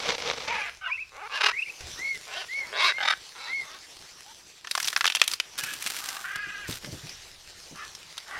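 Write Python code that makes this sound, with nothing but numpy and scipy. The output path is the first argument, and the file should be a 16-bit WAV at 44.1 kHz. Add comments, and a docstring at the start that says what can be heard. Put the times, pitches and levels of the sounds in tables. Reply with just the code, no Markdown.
"""A palm grove in a light breeze: fronds rustle and hiss, and eddies rumble on the microphone.
Macaws rasp and whistle close by while others squawk farther off among the trees; the hoarse calls
are syrinx pulses and breath through a moving throat. Then one bird bites into a green coconut:
the husk cracks and its fibres tear. The perch thuds softly as the bird shifts."""
import sys
import numpy as np
from scipy import signal
from scipy.io import wavfile
from scipy.ndimage import uniform_filter1d, map_coordinates

SR = 44100
rng = np.random.default_rng(int(sys.argv[2]) if len(sys.argv) > 2 else 0)


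def transcribe(u):
    """Save the signal u as a 16-bit wav file named by the first command-line argument.

    u: samples, shape (n,) or (channels, n), limited to [-1, 1]; the rate is SR.
    q: integer samples, one column per channel.
    """
    v = np.clip(np.atleast_2d(u).T, -1, 1)
    q = np.round(v * 32767).astype(np.int16)
    wavfile.write(sys.argv[1], SR, q)


N = 369999

# Levels are relative within a layer. A crest is the point of an event where its swell tops out.
# dry fronds crumpling: (start [s], length [s], crest [0-1], level [dB], swell [dB], fade [dB])
FROND_STROKES = [(-.01, 0.064, 0.19, -37.5, -15, 8.5), (0.055, 0.12, 0.33, -31.5, 13, 15),
                 (.175, 0.172, 0.79, -36.5, 10, 10), (.34, 0.416, 0.34, -41.5, 4.5, 24)]
# snaps among the fronds: (time [s], level [dB])
FROND_SNAPS = [(0.09, -12), (0.121, -14), (0.182, -16), (0.203, -16), (0.223, -12.5), (0.276, -14),
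               (0.3, -7.5), (0.313, -11.5)]
# papery tone of a dry frond: (frequency [Hz], gain [dB])
FROND_EQ = [(29, -56), (50, -18), (277, -16), (313, -13.5), (345, -22.5), (472, -1.5), (661, -10.5),
            (802, -7.5), (1820, -13), (2210, -7.5), (2750, -12), (3250, -10), (6090, -15.5), (12600, -56),
            (16000, -64)]
# rise and fall of the breeze: (time [s], level [dB])
BREEZE_LEVELS = [(0, -45.5), (.73, -50), (.8, -58.5), (1.15, -55.5), (1.7, -49.5), (1.9, -42.5),
                 (2.3, -46.5), (3.3, -49), (4.2, -48.5), (4.6, -54), (5.5, -49.5), (6.4, -50.5),
                 (7.1, -44.5), (7.4, -50), (7.85, -46.5), (8.05, -49), (8.39, -47.5)]
# broad hiss of leaves: (frequency [Hz], gain [dB])
LEAF_EQ = [(15, -29), (25, -2), (70, -11.5), (175, -10), (249, -14.5), (373, -7.5), (416, -8.5), (476, -9),
           (796, -10), (1400, -9), (1520, -8), (2110, -7.5), (5730, -5), (11600, -20), (16000, -30.5)]
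# eddies on the microphone: (start [s], length [s], crest [0-1], level [dB], swell [dB], fade [dB])
EDDIES = [(0, 1.6, 0, -60, 5, 9), (1.797, 0.17, 0.16, -44, 24, 23), (6.33, 0.78, .6, -57, 8, 4),
          (7.09, 0.83, .05, -58.5, 2, 7)]
# far squawks: (start [s], length [s], crest [0-1], effort [dB], swell [dB], brightness [dB],
# mid-call pitch [Hz], glide [octaves], roughness [0-1], mid-call mouth [Hz], mid-call throat [Hz])
FAR_SQUAWKS = [(0.469, 0.23, 0.11, -31, 15, 1, 426, -0.37, .25, 870, 1876),
               (0.809, 0.099, 0.56, -35, 12, -2, 715, -.45, 0.15, 1300, 2160),
               (5.55, 0.21, 0.59, -44, 11, 4.5, 436, -0.0032, 0.21, 1660, 2480),
               (5.982, 0.27, 0.75, -42, 7, -29, 412, -0.12, 0.48, 850, 1220),
               (6.235, .445, 0.03, -34.3, 20, -4.5, 414, .02, .18, 1620, 2060),
               (7.744, .125, 0.54, -43.5, 17, -0.5, 359, 0, 0.72, 1180, 1530),
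               (8.259, 0.16, .75, -36, 17, -8.5, 389, 0.011, 0.6, 1040, 1540)]
# a macaw's voice dulled by distance: (frequency [Hz], gain [dB])
FAR_VOICE_EQ = [(300, -28.5), (650, -4), (850, -5.5), (1250, 0.5), (1650, -0.5), (2050, -5.5), (2500, -4.5),
                (3300, -8), (4200, -13), (8000, -75)]
# quick arched notes: (start [s], rise [s], fall [s], top pitch [Hz], level [dB])
CHIRP_NOTES = [(.842, .016, 0.026, 1520, -31.5), (.868, .008, 0.0494, 1050, -39),
               (.892, 0.066, 0.01, 2700, -29), (.973, 0.051, .022, 2630, -32.5),
               (1.51, 0.071, .028, 2260, -35), (1.572, 0.026, .019, 2670, -29),
               (1.609, 0.021, 0.018, 2730, -30), (1.65, 0.0205, 0.016, 2430, -40),
               (1.679, .023, .01, 2580, -34), (4.245, 0.069, 0.025, 923, -52)]
# long whistles: (start [s], length [s], top pitch [Hz], level [dB])
WHISTLE_NOTES = [(1.975, 0.2, 2194, -29.5), (2.48, 0.18, 2207, -30), (2.893, 0.16, 2130, -34),
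                 (3.469, 0.18, 2178, -30)]
# near rasps: (start [s], length [s], crest [0-1], effort [dB], swell [dB], brightness [dB],
# crest pitch [Hz], final roughness [0-1], mouth at start [Hz], mouth at end [Hz],
# throat at crest [Hz], throb rate [Hz; 1 or less means none])
NEAR_RASPS = [(1.109, .172, 0.96, -38.5, 21, -24, 440, .22, 330, 1150, 1330, 1),
              (1.287, 0.13, 0.66, -34, 17.5, -1, 339.4, 0.44, 1080, 1080, 1510, 0),
              (1.402, 0.12, 0.57, -24, 4, 1, 400, .62, 1270, 1300, 1540, 38.5),
              (2.26, .19, 0.78, -38.5, 18.5, 2, 367, 0.43, 766, 750, 1610, 1),
              (2.58, 0.16, 0.64, -48, 6.5, -27, 325, .25, 300, 580, 990, 0.5),
              (2.717, 0.21, 0.76, -26, 19.5, 3.5, 362, .36, 450, 1650, 2144, 0),
              (2.974, .168, 0.85, -22.8, 15, -2, 345, .6, 450, 1500, 1950, 41.5),
              (3.345, .19, 0.74, -44, 10, 2.5, 314, 0.49, 1300, 1350, 2150, 0),
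              (3.627, 0.16, 0.82, -49.5, 4, -1.5, 338.5, 0.48, 1040, 990, 1910, 0)]
# a macaw's voice up close: (frequency [Hz], gain [dB])
NEAR_VOICE_EQ = [(150, -62), (250, -14.5), (346, -20.5), (418, -5), (711, -6.5), (919, -4.5), (1170, -2.5),
                 (1540, -3), (2750, -2), (3320, -6.5), (3940, -4.5), (5190, -7), (8100, -24), (9940, -23.5),
                 (15000, -38)]
# soft thuds of the perch: (time [s], level [dB], ring [Hz])
PERCH_THUDS = [(1.8, -42, 38), (5.621, -40, 115), (5.716, -44.5, 262), (5.853, -44, 207), (6.353, -41, 114),
               (6.466, -43, 153), (6.687, -25.5, 108), (6.834, -34, 145), (6.87, -32.5, 140),
               (6.925, -29.5, 135), (7.032, -36, 147), (7.71, -38.5, 160)]
# cracks of the husk: (time [s], level [dB], ring [Hz], brightness [dB])
HUSK_CRACKS = [(4.647, -25.5, 1360, -34), (4.672, -20.5, 1710, -34), (4.712, -9.5, 4180, -12),
               (4.752, -7, 1170, -14.5), (4.777, -10.5, 1060, -25), (4.801, -14, 1770, -9),
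               (4.828, -16, 5400, -9), (4.845, -14.5, 5460, -25), (4.875, -9.5, 5700, -15),
               (4.882, -10, 3900, -10), (4.929, -14.5, 1520, -17), (4.963, -4.5, 1640, -30),
               (4.974, -15.5, 1510, -9), (5.009, -6.5, 1550, -28), (5.043, -8.5, 1320, -32),
               (5.055, -4.5, 1290, -21), (5.066, -8.5, 3480, -15), (5.077, -6, 3160, -28),
               (5.1, -9.5, 2470, -20), (5.122, -13.5, 3370, -24), (5.15, -6, 3260, -16),
               (5.157, -11, 3290, -10), (5.168, -15, 2510, -24), (5.197, -19.5, 3690, -21),
               (5.216, 2.5, 2800, -26), (5.228, -21, 1600, -17), (5.239, -17, 3720, -7),
               (5.278, -6.5, 3610, -6), (5.315, -12, 5070, -9), (5.336, -8, 4870, -11),
               (5.4, -6.5, 2800, -19), (5.587, -14, 3860, -4), (5.637, -13.5, 1600, -4),
               (5.736, -18.5, 2820, -4), (5.824, -15, 2340, -3), (5.863, -12.5, 2950, -9),
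               (5.872, -13.5, 2220, -5), (5.965, -19, 2100, -4), (6.088, -15.5, 5650, -7),
               (6.167, -21.5, 1180, -20), (6.358, -19, 1580, -12), (6.726, -21, 4030, -30),
               (6.846, -25, 1740, -25), (7.094, -25, 4900, -21), (7.95, -24.5, 5270, -14),
               (8.179, -19.5, 3700, -16)]
# crunch of the green husk: (frequency [Hz], gain [dB])
HUSK_EQ = [(100, -37), (300, -18.5), (600, -7.5), (1000, -2), (1600, 1), (3200, 2.5), (6000, 2),
           (8000, -4.5), (10500, -5.5), (13000, -14), (16000, -21.5)]
# pulls that tear fibres: (start [s], length [s], crest [0-1], level [dB], swell [dB], fade [dB])
BEAK_PULLS = [(4.687, 0.27, .65, -42.5, 16, 10), (4.95, .32, .6, -49.5, 4, 2), (5.27, .1, .6, -42, 3, 14),
              (5.575, .04, 0.13, -35, 12, 10), (5.615, .18, .2, -43, 4, 6),
              (5.794, 0.6, 0.41, -41, 3, 22.5), (6.67, 0.12, .15, -43.5, 11, 5.5),
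              (6.803, 0.38, .4, -58, 4, 15)]
# bright rip of the fibres: (frequency [Hz], gain [dB])
FIBRE_EQ = [(150, -10.5), (250, -5.5), (670, -7), (1300, 3.5), (3000, 3.5), (6000, 3), (8300, 2),
            (11000, -3.5), (13400, -2), (16000, -13)]
# echo tail among the trees: (frequency [Hz], time to fall 60 dB [s])
GROVE_DECAY = [(200, .35), (1500, .42), (3000, .45), (8000, .2)]
# ripple in the microphone's treble: (frequency [Hz], gain [dB])
MICROPHONE_EQ = [(5000, 0.5), (6350, 0.5), (6650, -3.5), (7650, 1.5), (7950, -4.5), (8800, 0),
                 (11000, -0.5)]


def amp(db):
    """Decibels to gain."""
    return 10 ** (np.asarray(db) / 20)


def unit(x):
    """Scales to rms 1."""
    return x / np.sqrt(np.mean(x ** 2) + 1e-20)


def curve_at(points, hz):
    """Reads a curve on a log-frequency axis."""
    f, value = np.transpose(points)
    return np.interp(np.log(hz + 1), np.log(f + 1), value)


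def add(mix, start, sound):
    """Mixes a sound in at a time in seconds."""
    part = mix[max(round(start * SR), 0):][:len(sound)]
    part += sound[:len(part)]


def band(x, edges_hz):
    """Band-pass."""
    return signal.sosfilt(signal.butter(3, edges_hz, "band", fs=SR, output="sos"), x)


def highs(x, hz, order):
    """The treble above hz, with no phase shift."""
    return signal.sosfiltfilt(signal.butter(order, hz, "high", fs=SR, output="sos"), x)


def colour(x, eq, size=2048):
    """Minimum-phase EQ, which keeps attacks sharp."""
    gain_db = np.maximum(curve_at(eq, abs(np.fft.fftfreq(size, 1 / SR))), -100)
    log_response = np.conj(signal.hilbert(np.log(amp(gain_db))))
    taps = np.fft.ifft(np.exp(log_response)).real
    return signal.fftconvolve(x, taps[:size // 2])[:len(x)]


def resonate(x, hz, width_hz):
    """A resonance at a fixed or moving frequency."""
    turn = np.exp(2j * np.pi * np.cumsum(hz * np.ones(len(x))) / SR)
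    pole = np.exp(-np.pi * width_hz / SR)
    return 2 * (turn * signal.lfilter([1 - pole], [1, -pole], x / turn)).real


def wander(count, hz):
    """Smooth random drift of rms 1, changing hz times a second."""
    at = np.arange(count) * hz / SR
    return unit(map_coordinates(rng.standard_normal(4096), [at], order=3, mode="wrap"))


def fade(count, edge_s=.0053):
    """Window with soft ends."""
    return signal.windows.tukey(count, min(1, 2 * edge_s * SR / count))


def course(length):
    """Seconds into an event, and its progress u from 0 to 1."""
    t = np.arange(0, length, 1 / SR)
    return t, t / length


def swell(u, crest, swell_db, fade_db):
    """Envelope in dB that climbs to a rounded crest and falls away."""
    crest = np.clip(crest, .01, .99)
    before = np.maximum(1 - u / crest, 0)
    after = np.maximum((u - crest) / (1 - crest), 0)
    return -swell_db * before ** 2.21 - fade_db * after ** 1.55


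def grains(per_s, spread_db, hiss):
    """Tiny ticks of unequal size over a fine hiss."""
    size = amp(spread_db * np.minimum(rng.exponential(1, N), 4))
    ticks = size * rng.choice([-1, 1], N) * (rng.random(N) < per_s / SR)
    return unit(ticks) + hiss * rng.standard_normal(N)


def strokes(texture, rows):
    """Plays a steady texture in strokes that swell and fade."""
    gain = np.zeros(N)
    for start, length, crest, db, swell_db, fade_db in rows:
        _, u = course(length)
        add(gain, start, amp(db + swell(u, crest, swell_db, fade_db)) * fade(len(u)))
    return unit(texture) * gain


def fronds(level_db=5.5, snap_db=-3, clump_db=3, snap_t60_s=.0095):
    """Dry leaflets crumple, with a few sharper snaps."""
    crackle = grains(per_s=1800, spread_db=1.5, hiss=.41) * amp(clump_db * wander(N, hz=130.8))
    out = amp(level_db) * strokes(colour(crackle, FROND_EQ), FROND_STROKES)
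    t = np.arange(1500) / SR
    for start, db in FROND_SNAPS:
        click = rng.standard_normal(len(t)) + 6 * (t == 0)
        snap = colour(click * amp(-60 * t / snap_t60_s), FROND_EQ)
        add(out, start, amp(db + snap_db) * snap / abs(snap).max())
    return out


def breeze(patchy_db=2.5, flicker_db=.95):
    """A bed of hiss from many leaves, in drifting patches with faint ticks."""
    leaves = grains(per_s=500, spread_db=8.5, hiss=2.4)
    hz, _, spectra = signal.stft(leaves, SR, nperseg=1024, noverlap=768)
    patches = uniform_filter1d(rng.standard_normal(spectra.shape), 14, axis=0)
    patches = unit(uniform_filter1d(patches, 10, axis=1))
    spectra *= amp(curve_at(LEAF_EQ, hz)[:, None] + patchy_db * patches)
    hiss = signal.istft(spectra, nperseg=1024, noverlap=768)[1][:N]
    gust_db = np.interp(np.arange(N) / SR, *np.transpose(BREEZE_LEVELS))
    return unit(hiss) * amp(gust_db + flicker_db * wander(N, hz=39.2))


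def wind_rumble(level_db=-2):
    """Lumpy eddies buffet the microphone with low end."""
    bass_eq = [(15, -6), (35, -3), (80, -2.5), (150, -16), (400, -48), (2000, -82)]
    return amp(level_db) * strokes(colour(rng.standard_normal(N), bass_eq, size=8192), EDDIES)


def macaw_voice(effort_db, bright_db, hz, rough, resonances, eq,
                body_hz, edge_hz, jitter, shimmer_db, breath, width_hz, leak):
    """Uneven syrinx pulses and puffs of air pass through moving throat resonances."""
    n = len(hz)
    cycles = np.cumsum(hz * (1 + jitter * rough * wander(n, hz=160))) / SR
    pulses = unit(sum(np.cos(2 * np.pi * k * cycles) for k in range(1, 36)))
    pulses *= amp(shimmer_db * np.sqrt(rough) * wander(n, hz=450))
    puffs = unit((.3 + np.exp(-(cycles % 1) / .3)) * rng.standard_normal(n))
    drive = colour(unit(pulses) + breath * rough * puffs, eq)
    voice = leak * drive
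    for centre_hz in resonances:  # the tongue trembles, so each wavers on its own
        voice += resonate(drive, centre_hz * (1 + .05 * wander(n, hz=45)), width_hz)
    # fronds around the bird send back a few reflections within milliseconds
    reflections = .4 * rng.standard_normal(400) * (rng.random(400) < .03) * np.linspace(1, 0, 400)
    voice += signal.fftconvolve(voice, reflections)[:n]
    # brightness sets the voice's edge against its body
    treble = highs(voice, (body_hz[1] + edge_hz[0]) / 2, order=2)
    body = (voice - treble) / band(voice, body_hz).std()
    edge = treble / band(voice, edge_hz).std()
    return amp(effort_db) * (body + amp(bright_db) * edge) * fade(n, edge_s=.003)


def far_macaws(level_db=-1.5, droop=.12, waver=.009, brighten_db=13.5):
    """Hoarse, distant squawks that thin out as they go; the throat moves with the pitch."""
    out = np.zeros(N)
    for (start, length, crest, db, swell_db, bright_db,
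         hz, glide, rough, mouth_hz, throat_hz) in FAR_SQUAWKS:
        _, u = course(length)
        arch = 1 - droop * abs(2 * u - 1) ** 3.6  # the pitch sags at both ends
        bend = arch * 2 ** (glide * (u - .5)) * (1 + waver * wander(len(u), hz=16))
        squawk = macaw_voice(
            effort_db=db + swell(u, crest, swell_db, fade_db=12),
            bright_db=bright_db + brighten_db * (u - .5), hz=hz * bend, rough=rough,
            resonances=(mouth_hz * bend, throat_hz * bend, 1.21 * throat_hz * bend),
            eq=FAR_VOICE_EQ, body_hz=(700, 1900), edge_hz=(2000, 3500),
            jitter=.15, shimmer_db=6, breath=2.6, width_hz=200, leak=.1)
        add(out, start, squawk)
    return amp(level_db) * out


def whistle_tone(hz, overtone_db, waver, flutter_db):
    """A nearly pure, slightly unsteady tone."""
    phase = 2 * np.pi * np.cumsum(hz * (1 + waver * wander(len(hz), hz=300))) / SR
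    tone = np.sin(phase) + amp(overtone_db) * np.sin(2 * phase)
    return unit(tone * amp(flutter_db * wander(len(hz), hz=153)))


def macaw_whistles(crest=.53, taper_db=17):
    """Long whistles on a shallow arch, and quick chirps that sweep up and drop."""
    out = np.zeros(N)
    for start, length, top_hz, db in WHISTLE_NOTES:
        _, u = course(length)
        off_top = np.where(u < crest, 1 - u / crest, (u - crest) / (1 - crest)) ** 2.15
        sag = off_top * np.where(u < crest, .18, .11)
        tone = whistle_tone(top_hz * (1 - sag), overtone_db=-19, waver=.0089, flutter_db=2)
        add(out, start, amp(db - taper_db * off_top) * fade(len(u)) * tone)
    for start, rise, fall, top_hz, db in CHIRP_NOTES:
        t, u = course(rise + fall)
        sag = np.where(t < rise, .24 * abs(1 - t / rise) ** 1.394, .11 * ((t - rise) / fall) ** 2)
        tone = whistle_tone(top_hz * (1 - sag), overtone_db=-30, waver=.025, flutter_db=3)
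        add(out, start, amp(db) * np.sin(np.pi * u) * tone)
    return out


def near_macaws(throb_db=13, gape_octaves_per_db=.018, pitch_octaves_per_db=.12, treble_per_db=.66):
    """Rasps roughen as they go and rise and brighten with the push; the hardest break into throbs."""
    out = np.zeros(N)
    for (start, length, crest, db, swell_db, bright_db,
         hz, rough, from_hz, to_hz, throat_hz, throb_hz) in NEAR_RASPS:
        t, u = course(length)
        push_db = swell(u, crest, swell_db, fade_db=11)
        dips_db = throb_db * np.cos(np.pi * throb_hz * t) ** 4 * (throb_hz > 1)
        gape = 2 ** (gape_octaves_per_db * (push_db - dips_db / 2))  # effort lifts the throat resonances
        mouth_hz = from_hz + (to_hz - from_hz) * u
        rasp = macaw_voice(
            effort_db=db + push_db - dips_db, bright_db=bright_db + treble_per_db * push_db,
            hz=hz * 2 ** (pitch_octaves_per_db * push_db), rough=rough * (.6 + .4 * u),
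            resonances=(mouth_hz, throat_hz * gape, 1.81 * throat_hz * gape),
            eq=NEAR_VOICE_EQ, body_hz=(300, 1700), edge_hz=(2900, 6500),
            jitter=.21, shimmer_db=4, breath=1.2, width_hz=240, leak=.3)
        add(out, start, rasp)
    return out


def perch_thuds(level_db=-1, rise_s=.0035, t60_s=.16, scuff_gain=.88):
    """The loaded stalk gives a low, damped push with a dull scuff."""
    out, t = np.zeros(N), np.arange(SR // 3) / SR
    envelope = (1 - np.exp(-(t / rise_s) ** 2)) * amp(-60 * t / t60_s)
    for start, db, hz in PERCH_THUDS:
        scuff_eq = [(hz / 4, -24), (hz, 0), (3 * hz + 150, -15), (3000, -45)]
        scuff = unit(colour(rng.standard_normal(len(t)), scuff_eq))
        thud = (np.sin(2 * np.pi * hz * t) + scuff_gain * scuff) * envelope
        add(out, start, amp(db + level_db) * thud / abs(thud).max())
    return out


def husk_cracks(level_db=-4, knock_db=1.5, tail_db=-27, tail_t60_s=.07, brittleness=.23):
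    """A fibre bundle snaps, a short run of fractures follows, and the wet husk gives a damped knock."""
    out, t = np.zeros(N), np.arange(3000) / SR
    for start, db, hz, bright_db in HUSK_CRACKS:
        run_s = .018 * amp(-brittleness * (db + 11))  # a harder crack is shorter
        envelope = amp(-60 * (t / run_s) ** 1.5) + amp(tail_db - 60 * t / tail_t60_s)
        fractures = rng.standard_normal(len(t)) * envelope
        fractures[0] = 4.6  # the opening snap
        burst = unit(colour(fractures, HUSK_EQ))
        knock = unit(resonate(burst, hz, width_hz=350 + .12 * hz))
        shelf_db = np.clip(bright_db + 16, -12, 12)
        crack = burst + (amp(shelf_db) - 1) * highs(burst, 6800, order=4) + amp(knock_db) * knock
        near_peak = np.sort(abs(crack))[-3]
        add(out, start, amp(db + level_db) * crack / near_peak)
    return out


def tearing_fibres(level_db=4.5, clump_db=2):
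    """The beak drags through the husk and fibres part in clumps."""
    crackle = grains(per_s=1500, spread_db=4.5, hiss=.6) * amp(clump_db * wander(N, hz=160))
    return amp(level_db) * strokes(colour(crackle, FIBRE_EQ), BEAK_PULLS)


def grove_echoes(send, echoes_per_s=2000, predelay_samples=300):
    """Scattered echoes from trunks and leaves; the high treble dies first."""
    taps = rng.standard_normal(SR) * (rng.random(SR) < echoes_per_s / SR)
    taps *= np.arange(SR) > predelay_samples
    hz, t, spectra = signal.stft(taps, SR, nperseg=256)
    decay = amp(-60 * t / curve_at(GROVE_DECAY, hz)[:, None])
    tail = signal.istft(spectra * decay, SR, nperseg=256)[1]
    return signal.fftconvolve(send, tail / np.linalg.norm(tail))[:N]


def scene():
    """The bite sits close and nearly dry; the farther a caller, the more echo it brings."""
    bite = husk_cracks() + tearing_fibres()
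    near, far, whistles = near_macaws(), far_macaws(), macaw_whistles()
    echoes = grove_echoes(amp(-21.5) * bite + amp(-23.5) * near + amp(-12) * far + amp(-17.5) * whistles)
    calls = near + far + whistles
    return (bite + calls + echoes + fronds() + perch_thuds() + wind_rumble() + breeze())[None]


def record(dry, cutoff_hz=15950):
    """Microphone colour, then a steep high cut."""
    heard = colour(dry[0], MICROPHONE_EQ)
    high_cut = signal.firwin(511, cutoff_hz, window=("kaiser", 9), fs=SR)
    return signal.oaconvolve(heard, high_cut, "same")[None]


dry = scene()
out = record(dry)
transcribe(out)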